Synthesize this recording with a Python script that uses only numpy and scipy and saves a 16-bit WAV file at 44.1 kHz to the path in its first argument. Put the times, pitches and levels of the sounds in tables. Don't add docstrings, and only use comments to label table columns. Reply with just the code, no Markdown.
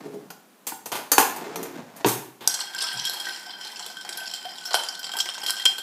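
import sys
import numpy as np
from scipy import signal
from scipy.fft import rfft, irfft
from scipy.io import wavfile
from scipy.ndimage import uniform_filter1d

SR = 44100
rng = np.random.default_rng(int(sys.argv[2]) if len(sys.argv) > 2 else 0)


def store_wav(level_fs):
    pcm = np.round(np.clip(np.atleast_2d(level_fs), -1, 1) * 32767)
    wavfile.write(sys.argv[1], SR, pcm.T.astype(np.int16))


N = 256970
T = np.arange(N) / SR
HIT_T = T[:SR // 2]

# (time [s], tray clack [dB], tray ring [dB], cabinet thud [dB],
# cutlery relative level [dB], clack decay [s])
KNOCKS = [(.303, -36.5, -54, -57, -41.5, 0.0086), (0.668, -35.5, -54, -59, -28, 0.027),
          (0.72, -38, -31.5, -39.5, -53, 0.011), (0.858, -34, -44, -42, -33.5, 0.015),
          (0.918, -26.5, -35, -32.5, -31.5, 0.048), (0.954, -31.5, -36, -46, -35.5, 0.038),
          (1.117, -22, -36, -37, -17.5, 0.018), (1.181, -7, -10.5, -35, -13, 0.0026),
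          (1.192, -21, -22, -22.5, -23, 0.011), (1.2, -25, -30, -46, -21, 0.037),
          (1.558, -27.5, -44, -52, -32.5, 0.0061), (2.046, -14, -25, -15.5, -44, 0.0046),
          (2.0535, -30, -47, -18.5, -41, .008), (2.0609, -30, -29, -15.5, -27.5, 0.064),
          (2.069, -23.5, -45, -21, -28, 0.013), (2.408, -39, -57, -43, -48, 0.1)]
# (time [s], relative level [dB])
NUDGES = [(2.59, -34), (3.3604, -39.5), (3.6101, -36.5), (3.7944, -32), (3.65, -40.5), (3.901, -41),
          (4.0115, -37), (4.0496, -34.5), (4.2377, -43), (4.313, -34), (4.446, -43), (4.6344, -47),
          (4.82, -44), (5.0307, -35), (5.0666, -33), (5.0926, -34), (5.38, -34), (5.48, -31), (5.557, -37),
          (5.567, -31), (5.577, -39), (5.7108, -43)]
PIECE_SPREAD = 0.1


def undb(db):
    return 10 ** (np.asarray(db) / 20)


def unit(x):
    return x / np.sqrt(np.mean(x ** 2) + 1e-20)


def crest(x, size=176):
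    return x / np.sqrt(uniform_filter1d(x ** 2, size).max() + 1e-20)


def curves(rows):
    time_s, *columns = np.transpose(rows)
    levels_db = [np.interp(T, time_s, column, left=-120, right=-120) for column in columns]
    return [uniform_filter1d(undb(db), size=441) for db in levels_db]


def add(track, time_s, sound):
    i = max(int(time_s * SR), 0)
    track[i:i + len(sound)] += sound[:N - i]


def colour(x, points, size=4096):
    hz, db = np.transpose(points)
    f = np.maximum(np.fft.rfftfreq(size, 1 / SR), 1)
    gain = undb(np.interp(np.log(f), np.log(hz), db))
    cepstrum = irfft(np.log(gain))
    cepstrum[1:size // 2] *= 2
    cepstrum[size // 2 + 1:] = 0
    impulse = irfft(np.exp(rfft(cepstrum)))
    return signal.fftconvolve(x, impulse)[:len(x)]


def wander(per_s):
    return np.interp(T * per_s, np.arange(len(HIT_T)), rng.standard_normal(len(HIT_T)))


def grains(count, per_s, spread_db):
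    size = undb(spread_db * np.minimum(rng.exponential(size=count), 3))
    return (rng.random(count) < per_s / SR) * size * rng.choice([-1, 1], count)


def chatter(decay_s, per_s):
    force = grains(len(HIT_T), per_s, 1.2)
    force[0] = 0.29
    return force * np.exp(-HIT_T / max(decay_s, 1e-4))


def ring(modes, pitch, scatter_db, sustain=1):
    hz, db, t60_s = np.transpose(modes)[:, :, None]
    size = undb(db + scatter_db * rng.standard_normal(hz.shape)) * rng.choice([-1, 1], hz.shape)
    decay = np.exp(-np.log(1000) * HIT_T / (t60_s * sustain))
    return np.sum(size * np.sin(2 * np.pi * hz * pitch * HIT_T) * decay, axis=0)


def blip(hz, cycles, glide=0.032, count=3000):
    age = T[:count] * hz / cycles
    return np.sin(2 * np.pi * cycles * (age + glide * age ** 2 / 2)) * np.exp(-age)


def room_air():
    # (frequency [Hz], relative level [dB])
    air_tone = [(60, 8.5), (110, -45), (165, 1.5), (260, -0.5), (400, -4), (800, -6), (2000, -14),
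                (5000, -19), (15000, -19.5)]
    return undb(-54.0) * unit(colour(rng.standard_normal(N), air_tone))


def kitchen(x, wet_db, low_t60_s=0.51, high_t60_s=0.41, split_hz=2500):
    low_pass = signal.butter(2, split_hz, fs=SR, output="sos")
    high_pass = signal.butter(2, split_hz, "high", fs=SR, output="sos")
    low = signal.sosfilt(low_pass, rng.standard_normal(len(HIT_T)))
    high = signal.sosfilt(high_pass, rng.standard_normal(len(HIT_T)))
    tail = low * np.exp(-np.log(1000) * HIT_T / low_t60_s)
    tail += high * np.exp(-np.log(1000) * HIT_T / high_t60_s)
    tail *= HIT_T > .003
    return x + signal.fftconvolve(undb(wet_db) * x, tail / np.linalg.norm(tail))[:N]


def drawer():
    # (time [s], rumble relative level [dB], scrape relative level [dB])
    roll_open = [(0.0, -34, -42.5), (0.14, -31, -49), (0.31, -41.5, -60), (0.36, -79, -78)]
    roll_shut = [(1.27, -38, -40), (1.36, -35, -37.5), (1.44, -33.5, -34), (1.5, -34.5, -38.5),
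                 (1.55, -31.5, -39), (1.66, -32.5, -34), (1.73, -35.5, -45), (1.765, -28, -37),
                 (1.83, -39, -47), (1.9, -37.5, -46), (1.96, -42, -46), (2.021, -45, -37.5)]
    # (time [s], rumble pitch factor)
    speed = [(0, 1.02), (.2, 1.03), (.26, 0.47), (1.27, 0.82), (1.55, 1.12), (1.75, .88), (1.9, 0.51),
             (2.02, 0.84)]
    # (frequency [Hz], relative level [dB]); rumble is at speed 1, tray clack before scatter
    rumble_tone = [(90, -38), (135, -1.5), (210, -3.5), (260, -1), (320, 2.5), (400, 7), (490, -10.5),
                   (700, -12), (1500, -35.5)]
    scrape_tone = [(300, -7), (550, 1), (780, 0), (1250, -4.5), (2000, -9), (3000, -14), (7000, -20),
                   (15000, -45)]
    clack_tone = [(70, -62.5), (150, -13.5), (260, -2), (360, -1.5), (560, -2.5), (700, -2.5), (810, 1),
                  (960, -1), (1150, -4.5), (1500, -5.5), (2200, -9.5), (3400, -10.5), (5000, -15.5),
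                  (8000, -27), (15000, -73)]
    # (nominal frequency [Hz], relative level [dB], t60 [s])
    tray_modes = [(576, -14, 0.044), (752, -1.5, 0.097), (870, 1, 0.067), (1006, -1, 0.021),
                  (1440, -2.5, 0.066)]
    cabinet_modes = [(131, -7, .11), (250, -10, .04), (323, 1, .065), (380, 2, .065), (440, -2, .045),
                     (950, -1, .045)]
    bumps_per_s, bump_db = 32, 3.5
    judder_per_s, judder_db = 46, 1.5
    scatter_db = 2.2
    tray_spread, cabinet_spread = 0.013, 0.035

    out = np.zeros(N)
    travel = np.cumsum(np.interp(T, *np.transpose(speed))) / SR
    for rows in (roll_open, roll_shut):
        rumble_gain, scrape_gain = curves(rows)
        bumps = grains(N, 500, 2.6) * undb(bump_db * wander(bumps_per_s))
        rumble = np.interp(travel, T, unit(colour(bumps, rumble_tone)))
        out += undb(-7.5) * rumble_gain * rumble
        judder = grains(N, 700, 0.59) * undb(judder_db * wander(judder_per_s))
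        out += undb(-4.5) * scrape_gain * unit(colour(judder, scrape_tone))
    for time_s, clack_db, ring_db, thud_db, _, decay_s in KNOCKS:
        tone = np.array(clack_tone) + np.outer(rng.standard_normal(len(clack_tone)), [0, scatter_db])
        add(out, time_s, undb(clack_db) * crest(colour(chatter(decay_s, 4000), tone)))
        tray_pitch = 1 + tray_spread * rng.standard_normal()
        add(out, time_s, undb(ring_db) * crest(ring(tray_modes, tray_pitch, scatter_db)))
        cabinet_pitch = 1 + cabinet_spread * rng.standard_normal()
        add(out, time_s, undb(thud_db) * crest(ring(cabinet_modes, cabinet_pitch, scatter_db)))
    return out


def cutlery(jangle_db=-4, pile_t60_s=0.04, piece_db=-3, scatter_db=3):
    # (time [s], relative level [dB], rattle decay [s])
    jingles = [(1.362, -37, 0.017), (1.629, -33, 0.0069), (1.964, -44.5, 0.02), (2.084, -22.5, 0.038)]
    # (time [s], level [dB], pitch factor)
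    pings = [(.672, -29, 1.175), (.965, -41, 1.03), (1.1175, -13, 1), (1.191, -22, 1)]
    # (nominal frequency [Hz], relative level [dB], t60 [s])
    spoon_modes = [(4904, -7, .11), (6325, 3, .09), (6845, 2, .1), (7084, -8, .14), (7430, -10, .16),
                   (8340, -6, .1), (8823, -3, .13), (10000, -4, .05), (10780, -11, .16), (11040, -4, .12),
                   (11690, -8, .13), (11890, -8, .11), (12670, 1, .11), (13262, 1, .13), (13460, -1, .13)]
    # (frequency [Hz], relative level [dB])
    steel_tone = [(300, -3), (900, 12.5), (2500, 17.5), (3400, 16), (5000, 16), (7000, 18.5), (13000, 20),
                  (15500, 15.5)]
    rattle_share = 0.87

    out = np.zeros(N)
    shaken = [(time_s, db, rattle_share * decay_s) for time_s, _, _, _, db, decay_s in KNOCKS]
    pile_pole = np.exp(-2 * np.log(1000) / (pile_t60_s * SR))
    for time_s, db, decay_s in shaken + list(jingles):
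        bounces = chatter(decay_s, 1800)
        energy = signal.lfilter([1], [1, -pile_pole], bounces ** 2)
        jangle = np.sqrt(energy) * rng.standard_normal(len(energy))
        rattle = crest(bounces) + undb(jangle_db) * crest(jangle)
        add(out, time_s, undb(db) * crest(colour(rattle, steel_tone)))
        piece = ring(spoon_modes, 1 - PIECE_SPREAD * rng.random(), scatter_db)
        add(out, time_s, undb(db + piece_db) * crest(piece))
    for time_s, db, pitch in pings:
        add(out, time_s, undb(db) * crest(ring(spoon_modes, pitch, scatter_db)))
    return out


def jar_shift():
    # (time [s], level [dB])
    shift_level = [(2.92, -67), (2.95, -45), (3.02, -57), (3.07, -83)]
    # (frequency [Hz], relative level [dB])
    counter_tone = [(100, -17), (150, 4), (230, -7), (330, -27), (700, -42)]
    return curves(shift_level)[0] * unit(colour(grains(N, 660, 1.5), counter_tone))


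def driven(law):
    # (time [s], effort [dB])
    effort_points = [(2.48, -35), (2.63, -34.5), (2.72, -37.5), (2.83, -31.5), (2.96, -37), (3.13, -33.5),
                     (3.4, -38), (3.57, -46), (3.67, -40.5), (3.82, -41.5), (3.98, -44.5), (4.22, -36.5),
                     (4.35, -38.5), (4.62, -43), (4.77, -34), (4.96, -41), (5.22, -39.5), (5.37, -38.5),
                     (5.49, -36), (5.65, -36), (5.83, -51)]
    usual_effort_db = -40
    surge_per_s, surge_db = 18, 2.2
    usual_db, slope = law
    effort_db = np.interp(T, *np.transpose(effort_points), left=-160)
    return undb(usual_db + slope * (effort_db - usual_effort_db) + surge_db * wander(surge_per_s))


def water(slosh, splash_db=-2, bubbles_db=-4.5, count=600):
    # (frequency [Hz], relative level [dB])
    neck_tone = [(70, -12), (160, -40), (320, -1), (550, -10), (780, 4), (980, 3.5), (1200, -8), (2000, 2),
                 (3500, -15.5)]
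    # (time [s], frequency [Hz], peak level [dB], decay [s], pitch rise per decay [share])
    pockets = [(2.838, 1272, -34.5, 0.025, 0.066), (2.892, 1490, -36, 0.018, 0.076),
               (2.914, 1860, -34.5, 0.0099, 0.047), (3.268, 1900, -29, 0.012, 0.0028),
               (3.806, 842, -37, 0.01, .01), (4.452, 706, -31.5, 0.021, 0.067),
               (4.775, 915, -31.5, 0.022, 0.016), (5.139, 652, -34.5, 0.012, 0.36),
               (5.154, 916, -30.5, 0.011, 0.014), (5.258, 1960, -28, 0.0042, 0.11),
               (5.435, 775, -33, 0.0064, 0.092), (5.599, 1890, -31.5, .009, 0.044),
               (5.692, 768, -36, 0.015, 0.023)]
    gulp_db, gulp_s = -10, 0.016

    fizz = np.zeros(N)
    for when, octave, size in rng.random((count, 3)):
        add(fizz, when * T[-1], undb(10 * size) * blip(600 * 2 ** (1.9 * octave), cycles=5))
    splash = unit(colour(grains(N, 500, 3.6), neck_tone))
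    out = slosh * (undb(splash_db) * splash + undb(bubbles_db) * unit(colour(fizz, neck_tone)))
    for time_s, hz, db, decay_s, rise in pockets:
        add(out, time_s, undb(db) * blip(hz, hz * decay_s, rise, count=5000))
        add(out, time_s, undb(db + gulp_db) * crest(colour(chatter(gulp_s, 2000), neck_tone)))
    return out


def cubes(count=3000, order=6, cycles=7, cluster_s=0.009):
    out = np.zeros(N)
    for when, force in rng.random((count // order, 2)):
        size = undb(-4.6 * np.log(force + .06))
        for lag, octave in rng.random((order, 2)):
            hz = 2400 * 5.5 ** octave
            time_s = min(when * T[-1] + cluster_s * lag, T[-1])
            add(out, time_s, size * blip(hz, cycles, glide=0, count=700))
    return out


def ice(grit, contacts, contact_db=-1, grit_db=-11.0, cubes_db=-1, scatter_db=2.0):
    # (frequency [Hz], relative level before scatter [dB])
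    glass_tone = [(130, -72), (360, -5), (850, 1.5), (2300, -8), (3200, 6.5), (3750, 1.5), (4250, 11),
                  (4600, 5.5), (5350, 13.5), (6300, -2), (7700, 8), (9200, -2), (11000, 0.5), (15500, -13)]
    # (time [s], level [dB], pitch factor, ring time factor)
    cracks = [(2.4753, -7.5, 1.02, 0.79), (2.5404, -25.5, 1.03, 3.2), (2.613, -29.5, 1.02, 2.1),
              (4.733, -23.5, .88, 1.6), (5.654, -17.5, 1.26, 0.57)]
    # (nominal frequency [Hz], relative level [dB], nominal t60 [s])
    cube_modes = [(4300, -7, .018), (4670, -5, .014), (5620, 0, .022), (6200, -3, .016), (7540, -4, .011),
                  (8210, -1, .013), (10000, -10, .012), (12700, -13, .015)]
    catch_per_s, catch_db = 55, 4
    bright_above_hz = 3200
    tone_scatter_db, nudge_cube_db = 5.2, -3

    grit = grit * undb(catch_db * wander(catch_per_s))
    out = undb(grit_db) * grit * unit(colour(grains(N, 260, 5.5), glass_tone))
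    out += undb(cubes_db) * grit * unit(colour(cubes(), glass_tone))
    hz, glass_db = np.transpose(glass_tone)
    octaves = np.maximum(np.log2(hz / bright_above_hz), 0)
    for time_s, db, _, _, decay_s, bright in contacts:
        tone_db = glass_db + bright * octaves + tone_scatter_db * rng.standard_normal(len(hz))
        tick = colour(chatter(decay_s, 3000)[:SR // 8], np.column_stack([hz, tone_db]))
        add(out, time_s, undb(db + contact_db) * crest(tick))
    for time_s, db, pitch, sustain in cracks:
        add(out, time_s, undb(db) * crest(ring(cube_modes, pitch, scatter_db, sustain)))
    for time_s, db in NUDGES:
        cube = ring(cube_modes, 1 - PIECE_SPREAD * rng.random(), scatter_db)
        add(out, time_s, undb(db + nudge_cube_db) * crest(cube))
    return out


def nudges():
    ring_db, decay_s, bright_db_per_octave = -3.5, 0.009, -6.5
    return [(time_s, db, db + ring_db, db + ring_db, decay_s, bright_db_per_octave) for time_s, db in NUDGES]


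def jar(rubbing, contacts, low_db=-3, upper_db=2, waver=0.0055, waver_per_s=35, twin_db=-10):
    # (nominal frequency [Hz], struck relative level [dB], rubbed relative level [dB], t60 [s])
    wall_modes = [(1502.3, -1.5, -6.5, 0.11), (3116, -2.5, -13.5, 0.12), (3120, -43, -10.5, 0.11),
                  (4050, -18, -33, 0.12), (4870, -18.5, -14.5, 0.075), (5400, -18.5, -22, 0.12),
                  (5240, -52, -49, 0.056), (7500, -19.5, -36, 0.091)]
    # (time [s], pitch factor before waver)
    load = [(2.45, 1.02), (2.85, 1.04), (3.1, 1.04), (3.5, 1.012), (4.0, 1.028), (4.5, 1.012), (4.8, 1.0),
            (5.2, 1.032), (5.5, 1.024), (5.83, 1.026)]
    twin_split = 0.0086

    out = np.zeros(N)
    turns = np.cumsum(np.interp(T, *np.transpose(load)) + waver * wander(waver_per_s)) / SR
    time_s, _, lowest, upper, _, _ = np.transpose(contacts)
    jostle = grains(N, 230, 2.5)
    for k, (hz, struck_db, rubbed_db, t60_s) in enumerate(wall_modes):
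        pole = np.exp(-np.log(1000) / (t60_s * SR))
        blow_db = upper + upper_db if k else lowest + low_db
        for pitch, share_db in ((1, 0), (1 + twin_split * (-1) ** k, twin_db)):
            spin = np.exp(2j * np.pi * hz * pitch * turns)
            blows = np.zeros(N)
            blows[(time_s * SR).astype(int)] = undb(struck_db + share_db + blow_db)
            rubs = unit(jostle * rng.standard_normal(N)) * np.sqrt(1 - pole ** 2)
            force = blows + rubs * rubbing * undb(rubbed_db)
            out += np.imag(spin * signal.lfilter([1], [1, -pole], force * spin.conj()))
    return signal.sosfilt(signal.butter(2, 700, "high", fs=SR, output="sos"), out)


def stirring():
    # (time [s], contact relative level [dB], lowest wall mode
    # relative level [dB], upper wall modes relative level [dB], bounce decay [s], brightness [dB/octave])
    clinks = [(2.4755, -15, -26.5, -50, 0.0043, 2), (2.498, -31, -56, -48, 0.01, 0),
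              (2.5422, -23, -54, -51, 0.007, -1.5), (2.6101, -31, -41, -46, 0.0092, -4),
              (2.7478, -29.5, -27, -47, 0.0023, 5.5), (2.8228, -24, -27, -33, 0.006, 2),
              (2.9284, -37.5, -37, -30.5, 0.016, 17), (3.0511, -25.5, -55, -26, 0.007, 0),
              (3.068, -31, -29, -48, 0.0065, 2), (3.096, -21.5, -34, -50, 0.0032, 0),
              (3.135, -29.5, -36, -35, 0.011, -1), (3.2, -30, -32, -33, 0.0089, 5),
              (3.2686, -43, -24, -52, 0.0026, -7), (3.8622, -31, -49, -43, .006, -1),
              (3.9693, -42, -30, -34, 0.0046, 4), (4.0912, -27, -34, -31.5, 0.005, 1),
              (4.173, -28.5, -50, -53, 0.0041, 2.5), (4.3372, -27, -39, -28, 0.0098, 0.5),
              (4.6539, -28, -32, -55, 0.021, 2.5), (4.6857, -40, -31, -47, 0.0071, -8),
              (4.7073, -27.5, -46, -50, 0.027, -11), (4.743, -10.5, -16, -21, 0.0027, -3.5),
              (4.7505, -16.5, -42, -21, 0.0096, -2), (4.792, -37, -49, -26.5, 0.0059, 2),
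              (4.8864, -23, -48, -33, 0.0082, -1), (4.992, -34, -56, -53, 0.0067, 3),
              (5.042, -29, -39, -29.5, 0.01, -5), (5.1174, -33, -45, -30, 0.009, 1),
              (5.137, -31, -29, -29, .005, 0), (5.1683, -26, -39, -30, 0.01, 1.5),
              (5.1875, -22, -26.5, -34, 0.013, 0), (5.2027, -20.5, -33, -18, 0.0073, 0.5),
              (5.2566, -29, -51, -51, 0.01, -3), (5.289, -24.5, -59, -28, 0.0077, -7),
              (5.3523, -36, -31, -46, 0.0028, 1), (5.4332, -28.5, -33, -35, 0.014, 0),
              (5.4631, -23, -33, -25, 0.012, -3), (5.484, -29.5, -36, -22.5, 0.018, 8),
              (5.496, -20, -24, -29, 0.0054, 1.5), (5.505, -16, -31, -35, .003, 3),
              (5.5973, -38, -35, -27.5, 0.0048, 3), (5.6552, -16, -22, -10, .005, -0.5),
              (5.662, -21, -42, -9.5, .005, -9), (5.7824, -28.5, -28, -37, 0.012, -0.5)]
    # (relative level at usual effort [dB], slope [dB/dB])
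    rubbing_law = (-40.5, 0.86)
    grit_law = (-45.5, 1.25)
    slosh_law = (-50, 0.74)
    contacts = np.vstack([clinks, nudges()])
    out = jar(driven(rubbing_law), contacts)
    out += ice(driven(grit_law), contacts)
    out += water(driven(slosh_law))
    return out + jar_shift()


def scene():
    # (time [s], room share [dB])
    room_share = [(2.5, -6), (3.2, -0.5), (4.6, -5), (5.6, -7.5)]
    drawer_part = kitchen(drawer() + cutlery(), wet_db=-5.0)
    jar_part = kitchen(stirring(), wet_db=np.interp(T, *np.transpose(room_share)))
    return (drawer_part + jar_part + room_air())[None]


def record(dry):
    bass_cut_hz, top_hz = 122, 15200
    thin = signal.sosfilt(signal.butter(6, bass_cut_hz, "high", fs=SR, output="sos"), dry)
    top_cut = signal.ellip(8, .2, 70, top_hz, fs=SR, output="sos")
    return signal.sosfilt(top_cut, np.clip(thin, -1, 1))


dry = scene()
out = record(dry)
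store_wav(out)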